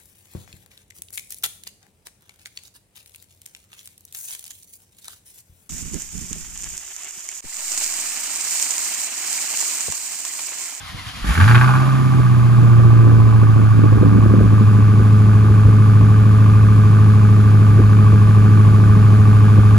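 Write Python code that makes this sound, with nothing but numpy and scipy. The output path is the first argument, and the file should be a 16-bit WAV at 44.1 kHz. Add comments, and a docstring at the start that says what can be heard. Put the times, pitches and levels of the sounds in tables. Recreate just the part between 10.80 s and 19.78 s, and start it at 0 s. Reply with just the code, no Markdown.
"""A big V8 cranks, catches, flares and settles to a fast idle, heard behind twin tailpipes at a garage door.
Each firing feeds a deep drone, a thud and a raspy crack in the pipes, over a rush of gas;
the eight cylinders are unequal, so the beat lopes. The starter chugs and whines first,
the hardest firings of the catch snap at the tips, and the cold mixture pops now and then."""
import sys
import numpy as np
from scipy import signal
from scipy.fft import rfft, irfft, next_fast_len
from scipy.io import wavfile
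from scipy.ndimage import uniform_filter1d

SR = 44100
rng = np.random.default_rng(int(sys.argv[2]) if len(sys.argv) > 2 else 0)


def inscribe(sig):
    """Save sig as 16-bit PCM at rate SR to the path in sys.argv[1].

    A 1-D sig is mono; a 2-D sig holds one channel per row.
    Samples are clipped to [-1, 1] before scaling.
    """
    pcm = np.round(np.clip(np.atleast_2d(sig).T, -1, 1) * 32767)
    wavfile.write(sys.argv[1], SR, pcm.astype(np.int16))


N = 396018
T = np.arange(N) / SR
BINS_HZ = np.fft.rfftfreq(8192, 1 / SR)
FIRINGS = np.arange(1200)
SETTLE_S, SETTLE_FADE_S = 2.92, 0.89
SETTLED = np.clip((T - SETTLE_S) / SETTLE_FADE_S, 0, 1)


def gain_of(db):
    """Decibels to amplitude."""
    return 10 ** (np.asarray(db) / 20)


def unit_rms(x):
    """Scales to rms 1."""
    return x / np.sqrt(np.mean(x ** 2) + 1e-20)


def curves(rows):
    """Each column of a time table, per sample."""
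    time_s, *columns = np.transpose(rows)
    return [np.interp(T, time_s, column) for column in columns]


def spectrum(rows, hz=BINS_HZ, column=1):
    """One column of a frequency table, on a log axis."""
    table = np.transpose(rows)
    return np.interp(np.log(hz + 1), np.log(table[0] + 1), table[column])


def colour(x, db):
    """Causal filter with gains db at BINS_HZ."""
    log_gain = np.log(gain_of(np.maximum(db, -100)))
    log_gain = np.r_[log_gain, log_gain[-2:0:-1]]
    taps = np.fft.ifft(np.exp(np.conj(signal.hilbert(log_gain)))).real[:4096]
    return signal.oaconvolve(np.atleast_2d(x), taps[None], axes=1)[:, :N]


def strike(x, rows):
    """Colours x; a unit click peaks at 1."""
    db = spectrum(rows)
    return colour(x, db) / abs(colour(signal.unit_impulse(4096), db)).max()


def brighten(x, hz, db):
    """High shelf above hz."""
    treble = signal.sosfiltfilt(signal.butter(2, hz, "high", fs=SR, output="sos"), x)
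    return x - treble + gain_of(db) * treble


def clicks(turns, sizes):
    """One click per whole turn, each with its own size."""
    count = np.floor(np.maximum.accumulate(turns)).astype(int)
    return np.diff(count, prepend=count[0]) * sizes[count.clip(0)]


def impulses(rows):
    """One impulse per timed level."""
    time_s, db = np.transpose(rows)
    train = np.zeros(N)
    train[np.round(time_s * SR).astype(int)] = gain_of(db)
    return train


# Scatter off tips and walls: (frequency [Hz], unshared power [fraction])
DIFFUSE = [(150, 0.013), (250, 0.054), (450, 1), (750, 0.98), (1150, 0.17), (1500, 0.63), (2300, 0.2),
           (4000, 0.76), (6500, 0.45), (8000, 0.047), (12000, 0.15)]


def turbulence():
    """White noise for two ears, partly shared."""
    size = next_fast_len(N)
    share = np.clip(spectrum(DIFFUSE, np.fft.rfftfreq(size, 1 / SR)), 0, 1)
    both, *apart = rfft(rng.standard_normal((3, size)))
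    return irfft(np.sqrt(1 - share) * both + np.sqrt(share) * np.array(apart), size)[:, :N]


# Pinion whines: (start [s], length [s], level [dB], tooth rate [Hz])
WHINES = [(0, 0.029, -44, 780), (0.046, 0.071, -42, 1010), (0.161, 0.063, -39, 1040),
          (.255, .05, -47, 1220), (0.336, 0.052, -42, 1190)]
HARMONICS_DB, WHINE_BLUR_HZ = [-1, 5, -12, -1], 90


def pinion_whine():
    """Blurred harmonics of the tooth rate swell with each compression."""
    out, t = np.zeros(N), T[:SR // 2]
    blur = signal.butter(2, WHINE_BLUR_HZ, fs=SR)
    for start_s, length_s, db, hz in WHINES:
        a, b = signal.lfilter(*blur, rng.standard_normal((2, len(HARMONICS_DB), len(t))))
        phase = 2 * np.pi * hz * t * np.arange(1, len(HARMONICS_DB) + 1)[:, None]
        tones = unit_rms(gain_of(HARMONICS_DB) @ (a * np.cos(phase) + b * np.sin(phase)))
        out[:len(t)] += gain_of(db) * tones * np.sin(np.pi * np.clip((t - start_s) / length_s, 0, 1))
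    return out


# Cranking: (time [s], pumped air [dB], gear noise [dB])
CRANK = [(0, -39, -40.5), (.045, -47, -39), (.09, -47, -36), (.145, -34, -40), (.19, -38, -37),
         (.24, -42, -38.5), (.29, -41, -34), (.325, -45, -38.5), (.37, -35, -36), (.43, -37, -36.5)]
# Air and gear spectra: (frequency [Hz], gain [dB])
PUMPING = [(18, -39), (30, -13), (54, -1), (119, -8), (291, -19), (419, -34), (500, -23), (650, -43),
           (1100, -120)]
GEARS = [(350, -66), (600, -12), (770, -1.5), (908, -13), (943, -2.5), (1480, -4), (2080, -3), (2480, -7),
         (4480, -6.5), (8390, -19.5), (9400, -17), (12100, -19.5), (14000, -38), (15700, -58),
         (22000, -120)]
# Compression strokes: (time [s], level [dB], pitch [Hz])
CHUGS = [(0.039, -36, 90), (0.134, -37, 113), (0.159, -35, 56.5), (0.263, -25.5, 110), (0.348, -42, 77)]


def starter():
    """Pistons chug and pump air, gears grind, until the catch."""
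    air_db, gear_db = curves(CRANK)
    air = gain_of(air_db) * unit_rms(colour(turbulence(), spectrum(PUMPING)))
    air *= np.clip((.44 - T) / 0.023, 0, 1)
    gears = gain_of(gear_db) * unit_rms(colour(turbulence(), spectrum(GEARS)))
    gears *= np.clip((.48 - T) / 0.049, 0, 1)
    start_s, db, hz = np.transpose(CHUGS)[:, :, None]
    age_s = np.maximum(T - start_s, 0)
    chugs = gain_of(db) * age_s / 0.013 * np.exp(1 - age_s / 0.0079) * np.sin(2 * np.pi * hz * age_s)
    return air + gears + chugs.sum(0)


# Hard firings: (time [s], level [dB])
SNAPS = [(.553, -21), (.577, -23), (.601, -19), (0.6105, -16), (0.615, -28), (0.623, -19), (0.631, -22),
         (.642, -18), (.678, -16), (.687, -17), (.712, -14), (.722, -25), (0.747, -14), (0.754, -14),
         (0.76, -18), (.779, -19), (.787, -21), (.811, -19), (.82, -21), (.843, -17.5), (0.881, -21),
         (.938, -32)]
# Snap spectrum: (frequency [Hz], gain [dB])
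SNAP_COLOUR = [(500, -34), (1000, -13), (1500, 11), (2500, -0.5), (3100, -11.5), (3700, -13), (4800, -11),
               (5600, -43), (12000, -73)]


def snaps():
    """Hard firings click at the tips, with a brief spray."""
    train = impulses(SNAPS)
    spray = signal.oaconvolve(train, 0.26 * np.exp(-T[:900] / 0.0045))[:N] * turbulence()
    return strike(train + spray, SNAP_COLOUR)


# Fuel pops: (time [s], level [dB])
POPS = [(1.393, -11), (1.827, -16), (1.865, -16), (1.995, -13.5), (2.14, -19), (2.271, -16), (2.316, -16),
        (2.379, -14), (2.46, -15), (2.628, -12.5), (2.761, -15), (2.828, -22), (2.982, -21), (3.032, -6),
        (3.056, -12), (3.119, -6), (3.172, -5), (3.225, 0), (3.348, -8), (3.379, -6.5), (3.455, -5.5),
        (3.493, -10), (3.537, -3.5), (3.604, -2.5), (3.616, -15), (3.659, -9), (3.729, -10.5), (3.79, -16),
        (4.196, -3.5), (4.641, -8.5), (4.698, -6), (4.85, -5), (4.882, -3), (5.206, -6.5), (6.986, -0.5),
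        (6.999, -7), (7.029, -12), (7.326, -5.5), (7.497, -8), (7.564, -10), (8.169, -7), (8.78, -2.5)]
# Pop spectrum: (frequency [Hz], gain [dB])
POP_COLOUR = [(30, -20), (60, 13), (150, 6.5), (300, 4.5), (450, -2), (700, -14.5), (1500, -65.5)]
# Pop brightness: (time [s], shelf [dB])
POP_SHELF = [(1.4, 1), (1.9, 9), (2.5, 4.5), (3, -6), (3.7, -4), (4.1, -12), (8.98, -12)]


def pops():
    """Unburnt fuel bangs in the silencers: a dull blow, then a burble."""
    train, t = impulses(POPS), T[:3000]
    tail = 0.085 * np.minimum(t / 0.004, 1) * np.exp(-t / 0.011)
    burble = signal.oaconvolve(train, tail)[:N] * rng.standard_normal(N)
    return -brighten(strike(.45 * train + burble, POP_COLOUR), 417, curves(POP_SHELF)[0])


# Gas rush spectrum: (frequency [Hz], gain [dB])
HISS_COLOUR = [(1060, -18.5), (1800, 2.5), (1980, -6.5), (2210, -1), (2460, -5), (2950, -10.5), (4910, -11),
               (5580, -16.5), (6140, -14), (7140, -14.5), (8240, -21), (10500, -16), (12100, -19.5),
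               (14000, -37), (15700, -76), (22000, -120)]
HISS_DB, WARMING_DB_PER_S = -42.5, 0.3528
FLARE_DB, FLARE_END_S, FLARE_DECAY_S = 14, 0.71, 0.47


def hiss(flutter, bark_db):
    """Gas rushes from the tips: loud in the flare, creeping up as the pipes warm."""
    flare_db = FLARE_DB * np.exp(-np.maximum(T - FLARE_END_S, 0) / FLARE_DECAY_S)
    rush = colour((1.1 + 0.25 * flutter) * turbulence(), spectrum(HISS_COLOUR))
    rush /= np.sqrt(uniform_filter1d(rush ** 2, 8000) + 1e-12)
    return gain_of(HISS_DB + flare_db + WARMING_DB_PER_S * T + 0.27 * bark_db) * rush


def cracks(blast_turns, cylinder_db, chance):
    """Thin cracks recur each cycle, so the pipes sing narrow lines."""
    creep = (FIRINGS % 8) / 89  # each cylinder earlier than the last
    crack_turns = np.interp(blast_turns, FIRINGS - creep + 0.01 * chance[:, 3], FIRINGS)
    train = clicks(crack_turns, gain_of(1.37 * cylinder_db + 1.3 * chance[:, 0]))
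    highpass = signal.butter(6, 1010, "high", fs=SR, output="sos")
    thin = signal.sosfilt(highpass, uniform_filter1d(train, size=5))
    return gain_of(-5.5 + 0.5 * SETTLED) * unit_rms(brighten(thin, 1340, -10 + 4 * SETTLED))


# Tailpipe modes: (frequency [Hz], width [Hz], gain [dB])
PIPE_MODES = [(625, 140, -1), (809, 190, -1.5), (1025, 26, -0.5), (1284, 120, -8), (1423, 47, -3.5),
              (1506, 100, -4.5), (1634, 61, -4.5), (2474, 460, -16.5)]
# Main mode by cylinder: (frequency [Hz])
MAIN_MODE_HZ = [1200, 1215, 1160, 1125, 1115, 1155, 1200, 1185]
UPPER_DRIVE_DB = [5, 5, -9, 2, -11, -11, 3.5, -1]
MAIN_WIDTH_HZ, MAIN_DB = 112, 3


def pipe_db(cylinder):
    """Each cylinder's path sets its main mode and its drive of the upper ones."""
    modes = [(hz, width, db + UPPER_DRIVE_DB[cylinder] * (1250 < hz < 2000))
             for hz, width, db in PIPE_MODES]
    modes.append((MAIN_MODE_HZ[cylinder], MAIN_WIDTH_HZ, MAIN_DB))
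    power = sum(gain_of(db) ** 2 / (1 + (2 * (BINS_HZ - hz) / width) ** 2) ** 2.07
                for hz, width, db in modes)
    return 10 * np.log10(power)


# Roar under load: (frequency [Hz], gain [dB])
ROAR_COLOUR = [(290, -14), (500, 5.5), (754, -18), (834, 14), (960, -5.5), (1180, 5), (1630, 10.5),
               (1940, -33), (2490, 1), (2870, -21), (5500, -42), (7150, -59), (12100, -120)]


def rasp(blast, blast_turns, load):
    """Blasts ring the pipe modes; load adds a broader roar."""
    cylinder = (blast_turns + .1).astype(int) % 8
    ring = sum(colour(blast * (cylinder == c), pipe_db(c)) for c in range(8))
    roar = colour(blast, spectrum(ROAR_COLOUR))
    ring, roar = (x / np.std(x[:, N // 2:]) for x in (ring, roar))
    share = 0.65 * load
    return np.sqrt(1 - share) * ring + np.sqrt(share) * roar


# Blast lag: (time [s], delay [firings])
BLAST_LAG = [(.6, .85), (.68, .55), (.75, .42), (.85, .35), (1.3, .45), (1.8, .6), (8.98, .55)]
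UNLOAD_S, ROAR_FADE_S, BARK_FADE_S = .82, .22, .5
BARK_FROM_S, BARK_RISE_S, BARK_FIRING, BARK_FALL_DB = .55, .003, 2.25, 6.5


def tip_blasts(turns, level_db, cylinder_db, chance):
    """A crack and a puff per firing make rasp and hiss; under load they bark once a cycle."""
    load, barking = (np.clip(1 - (T - UNLOAD_S) / fade_s, 0, 1) for fade_s in (ROAR_FADE_S, BARK_FADE_S))
    blast_turns = turns - curves(BLAST_LAG)[0] + 8
    number, puff_age = blast_turns.astype(int), blast_turns % 1 / 0.21
    uneven = 0.6 + 0.15 * load
    size = gain_of(uneven * cylinder_db[number] + 1.2 * chance[number, 3])
    gust = np.where(T < BARK_FROM_S, 1.2, .3) + size * puff_age * np.exp(1 - puff_age)
    blast = cracks(blast_turns, cylinder_db, chance) + unit_rms(gust * turbulence())
    cycle = np.where(T < BARK_FROM_S, .5, (blast_turns - BARK_FIRING) % 8 / 8)
    bark_db = uniform_filter1d(-barking * BARK_FALL_DB * cycle, round(BARK_RISE_S * SR))
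    return gain_of(level_db + bark_db) * rasp(blast, blast_turns, load) + hiss(uneven * gust, bark_db)


# Silencer response: (frequency [Hz], gain [dB])
THUD_COLOUR = [(27, -67.5), (47, -8.5), (90, -6.5), (150, -3), (210, 1), (245, -9.5), (283, -2.5),
               (318, -19), (346, -7), (370, -15), (398, -16.5), (425, -14), (470, -22), (530, -25),
               (650, -35.5), (900, -64), (2500, -100)]
JITTER_FIRINGS, STUMBLE_FIRINGS = .02, .035


def thuds(turns, scatter_db, shelf_db, cylinder_db, lag, chance):
    """Unequal pressure pulses cross the silencers; gas burbles between them."""
    jitter = JITTER_FIRINGS + STUMBLE_FIRINGS * np.interp(FIRINGS, turns, 1 - SETTLED)
    thud_turns = np.interp(turns + .26, FIRINGS + lag + jitter * chance[:, 1], FIRINGS)
    burn_db = abs(scatter_db) * chance[thud_turns.astype(int), 2].clip(-2.5, 1.3)
    blows = clicks(thud_turns, gain_of(cylinder_db)) * gain_of(burn_db)
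    muffled = colour(unit_rms(blows) + .3 * turbulence(), spectrum(THUD_COLOUR))
    return gain_of(-0.36 * shelf_db) * brighten(unit_rms(muffled), 298, shelf_db)


# Growl orders: (frequency [x firing rate], level [dB])
GROWL_ORDERS = [(2, -34), (21 / 8, -41), (22 / 8, -39), (3, -36)]
# Silencer modes: (frequency [Hz], width [Hz], gain [dB])
SILENCER_MODES = [(227, 22, -4.5), (266, 21, -1.5), (342.8, 22, 1)]


def growl(turns, rate_hz, swell_db):
    """Engine orders swell as they pass the silencer modes, until the idle settles."""
    out = np.zeros(N)
    for order, db in GROWL_ORDERS:
        resonance = sum(gain_of(mode_db) / (1 + (2 * (order * rate_hz - hz) / width) ** 2)
                        for hz, width, mode_db in SILENCER_MODES)
        out += gain_of(db + 1.5 * swell_db - 3) * resonance * np.cos(2 * np.pi * order * turns)
    return np.sqrt(2) * out * np.clip((T - .6) / .2, 0, 1) * (1 - SETTLED)


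# Idle overtones: (frequency [x firing rate], level re drone [dB], phase [turns])
OVERTONES = [(4, -34, 0.57), (5, -39, 0.14), (6, -47, 0.39)]


def drone(turns, level_db, swell_db, chance):
    """The pipes resonate at the firing rate; at idle the silencers add overtones."""
    wobble = np.interp(turns, FIRINGS, 0.032 * chance[:, 1])
    fundamental = gain_of(swell_db) * np.cos(2 * np.pi * (turns + wobble))
    overtones = sum(gain_of(db) * np.cos(2 * np.pi * (order * turns + phase))
                    for order, db, phase in OVERTONES)
    return np.sqrt(2) * gain_of(level_db) * (fundamental + gain_of(1.17 * swell_db) * SETTLED * overtones)


# Revs: (time [s], firing rate [Hz])
REVS = [(0.42, 23.52), (0.46, 50.8), (0.5, 51.11), (0.56, 82.35), (0.6, 85.22), (0.64, 100.47),
        (0.7, 116.4), (0.76, 118.14), (0.85, 126.84), (0.97, 130.07), (1.12, 132.36), (1.3, 128.81),
        (1.55, 121.34), (2.0, 116.7), (2.75, 109.64), (3.3, 107.53), (4.0, 106.28), (4.9, 106.14),
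        (5.6, 106.77), (6.8, 105.64), (7.6, 105.9), (8.98, 105.56)]
# Exhaust mix: (time [s], drone [dB], thud [dB], thud scatter [dB], thud shelf [dB], rasp [dB])
EXHAUST_MIX = [(.42, -1, -35, 3.5, -10, -42), (.442, -19, -22, 4, -2, -21), (.46, -30, -25, 4, -1, -31),
               (.49, -13.5, -22, 3, -14, -31.5), (.51, -14.5, -29.5, -6.5, -20, -26.5),
               (.545, -34, -33, -2.5, -8, -28), (.56, -25, -28, -6, -3, -22),
               (.58, -15.5, -26, 9.5, -7, -18.5), (.63, -10.5, -24.5, 0, -5, -21.5),
               (.68, -12.5, -25.5, 0.5, 3, -19.5), (.75, -10, -23, 3, 10, -18), (.8, -14, -25, 1.5, 3, -18),
               (1.05, -18, -31, 7.5, -2, -23.5), (1.3, -17, -28.5, 9, -7, -30),
               (1.8, -12.5, -23, -0.5, 0, -30), (2.12, -11, -29, 5, 17, -29),
               (2.3, -11.5, -22.5, -4, 14, -29.5), (2.8, -13.5, -27.5, 8.5, 6.5, -30),
               (3.4, -13.5, -20.5, 6.5, -.5, -30.5), (3.9, -12, -22.5, 8.5, -0.5, -32),
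               (4.5, -11, -19.5, 1, 0.5, -31.5), (6, -11, -19.5, 1.5, 1, -31.5),
               (8.98, -10.5, -19.5, 4, 2.5, -30)]
# Cylinders in firing order: (drone [dB], thud [dB], thud lag [firings], rasp [dB])
CYLINDERS = [(2.3, -0.5, -0.0044, 4), (0.8, 0, -0.022, -1.5), (4, -3, 0.037, 8.5), (-1.2, -1, 0.3, 2.5),
             (1.3, 0, -0.027, 7.5), (4.5, -3.5, -0.063, 6), (4.2, 2.5, -0.005, 5.5), (2, -1, 0.0081, 4)]


def exhaust():
    """Eight unequal cylinders drive the pipes, one turn of phase per firing."""
    catch_s, rate_hz = REVS[0][0], curves(REVS)[0]
    turns = np.cumsum(np.where(T < catch_s, 0, rate_hz)) / SR
    drone_db, thud_db, scatter_db, shelf_db, rasp_db = curves(EXHAUST_MIX)
    cyl_drone_db, cyl_thud_db, lag, cyl_rasp_db = np.array(CYLINDERS)[FIRINGS % 8].T
    chance = rng.standard_normal((len(FIRINGS), 4))
    swell_db = np.interp(turns, FIRINGS, cyl_drone_db + 0.63 * chance[:, 0])
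    out = drone(turns, drone_db, swell_db, chance) + growl(turns, rate_hz, swell_db)
    out = out + gain_of(thud_db) * thuds(turns, scatter_db, shelf_db, cyl_thud_db, lag, chance)
    out += tip_blasts(turns, rasp_db, cyl_rasp_db, chance)
    return out * np.clip((T - catch_s) / 0.058, 0, 1)


def scene():
    """Engine and starter."""
    return exhaust() + pops() + snaps() + starter() + pinion_whine()


# Microphone pair: (frequency [Hz], left lead [rad], left minus right [dB])
MIC_PAIR = [(300, 0, -.5), (450, .6, -2), (800, 1.1, -2.5), (1250, 1.5, -1.5), (1550, .1, -.5),
            (2300, .4, .5), (3100, 2.1, 3), (4200, .7, 2), (6900, 0, 0), (7900, -2.8, 0), (8800, -3.5, 0),
            (10500, -2 * np.pi, 0), (11500, -2 * np.pi, 0), (12300, -3 * np.pi, 0)]
# Bass drifting to the centre: (time [s], right lead at 106 Hz [rad], left minus right [dB])
BASS_IMAGE = [(0, 1.1, -.3), (.6, .7, -.5), (1.1, 1.12, -2.2), (3.1, 1.1, -1.8), (3.7, .75, -.2),
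              (4.3, .4, 0), (8.98, .39, 0)]
BASS_HZ, EDGE_HZ = 480, 14700


def record(dry):
    """Two microphones differ in phase and balance; peaks round off, then a band limit."""
    hz, t, bins = signal.stft(dry, SR, nperseg=2048, noverlap=1536)
    hz = hz[:, None]
    time_s, bass_rad, bass_db = np.transpose(BASS_IMAGE)
    bass = 1 / (1 + (hz / BASS_HZ) ** 4)
    bass_lead_rad = (hz / 106 + .35) ** .8 / 1.27 * np.interp(t, time_s, bass_rad)
    lead_rad = spectrum(MIC_PAIR, hz) - bass * bass_lead_rad
    tilt_db = spectrum(MIC_PAIR, hz, column=2) * (1 - bass) + bass * np.interp(t, time_s, bass_db)
    left = np.exp(.5j * lead_rad) * gain_of(tilt_db / 2)
    pair = np.array([left, 1 / left])
    pair /= abs(pair.mean(0)).clip(.6)  # holds the centre level
    out = signal.istft(bins * pair, SR, nperseg=2048, noverlap=1536)[1][:, :N]
    excess = np.maximum(abs(out) - .75, 0)
    out -= np.sign(out) * (excess - .2 * np.tanh(excess / .2))
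    lowpass = signal.firwin(1023, EDGE_HZ, window=("kaiser", 9), fs=SR)
    return signal.oaconvolve(out, lowpass[None], "same")


dry = scene()
out = record(dry)
inscribe(out)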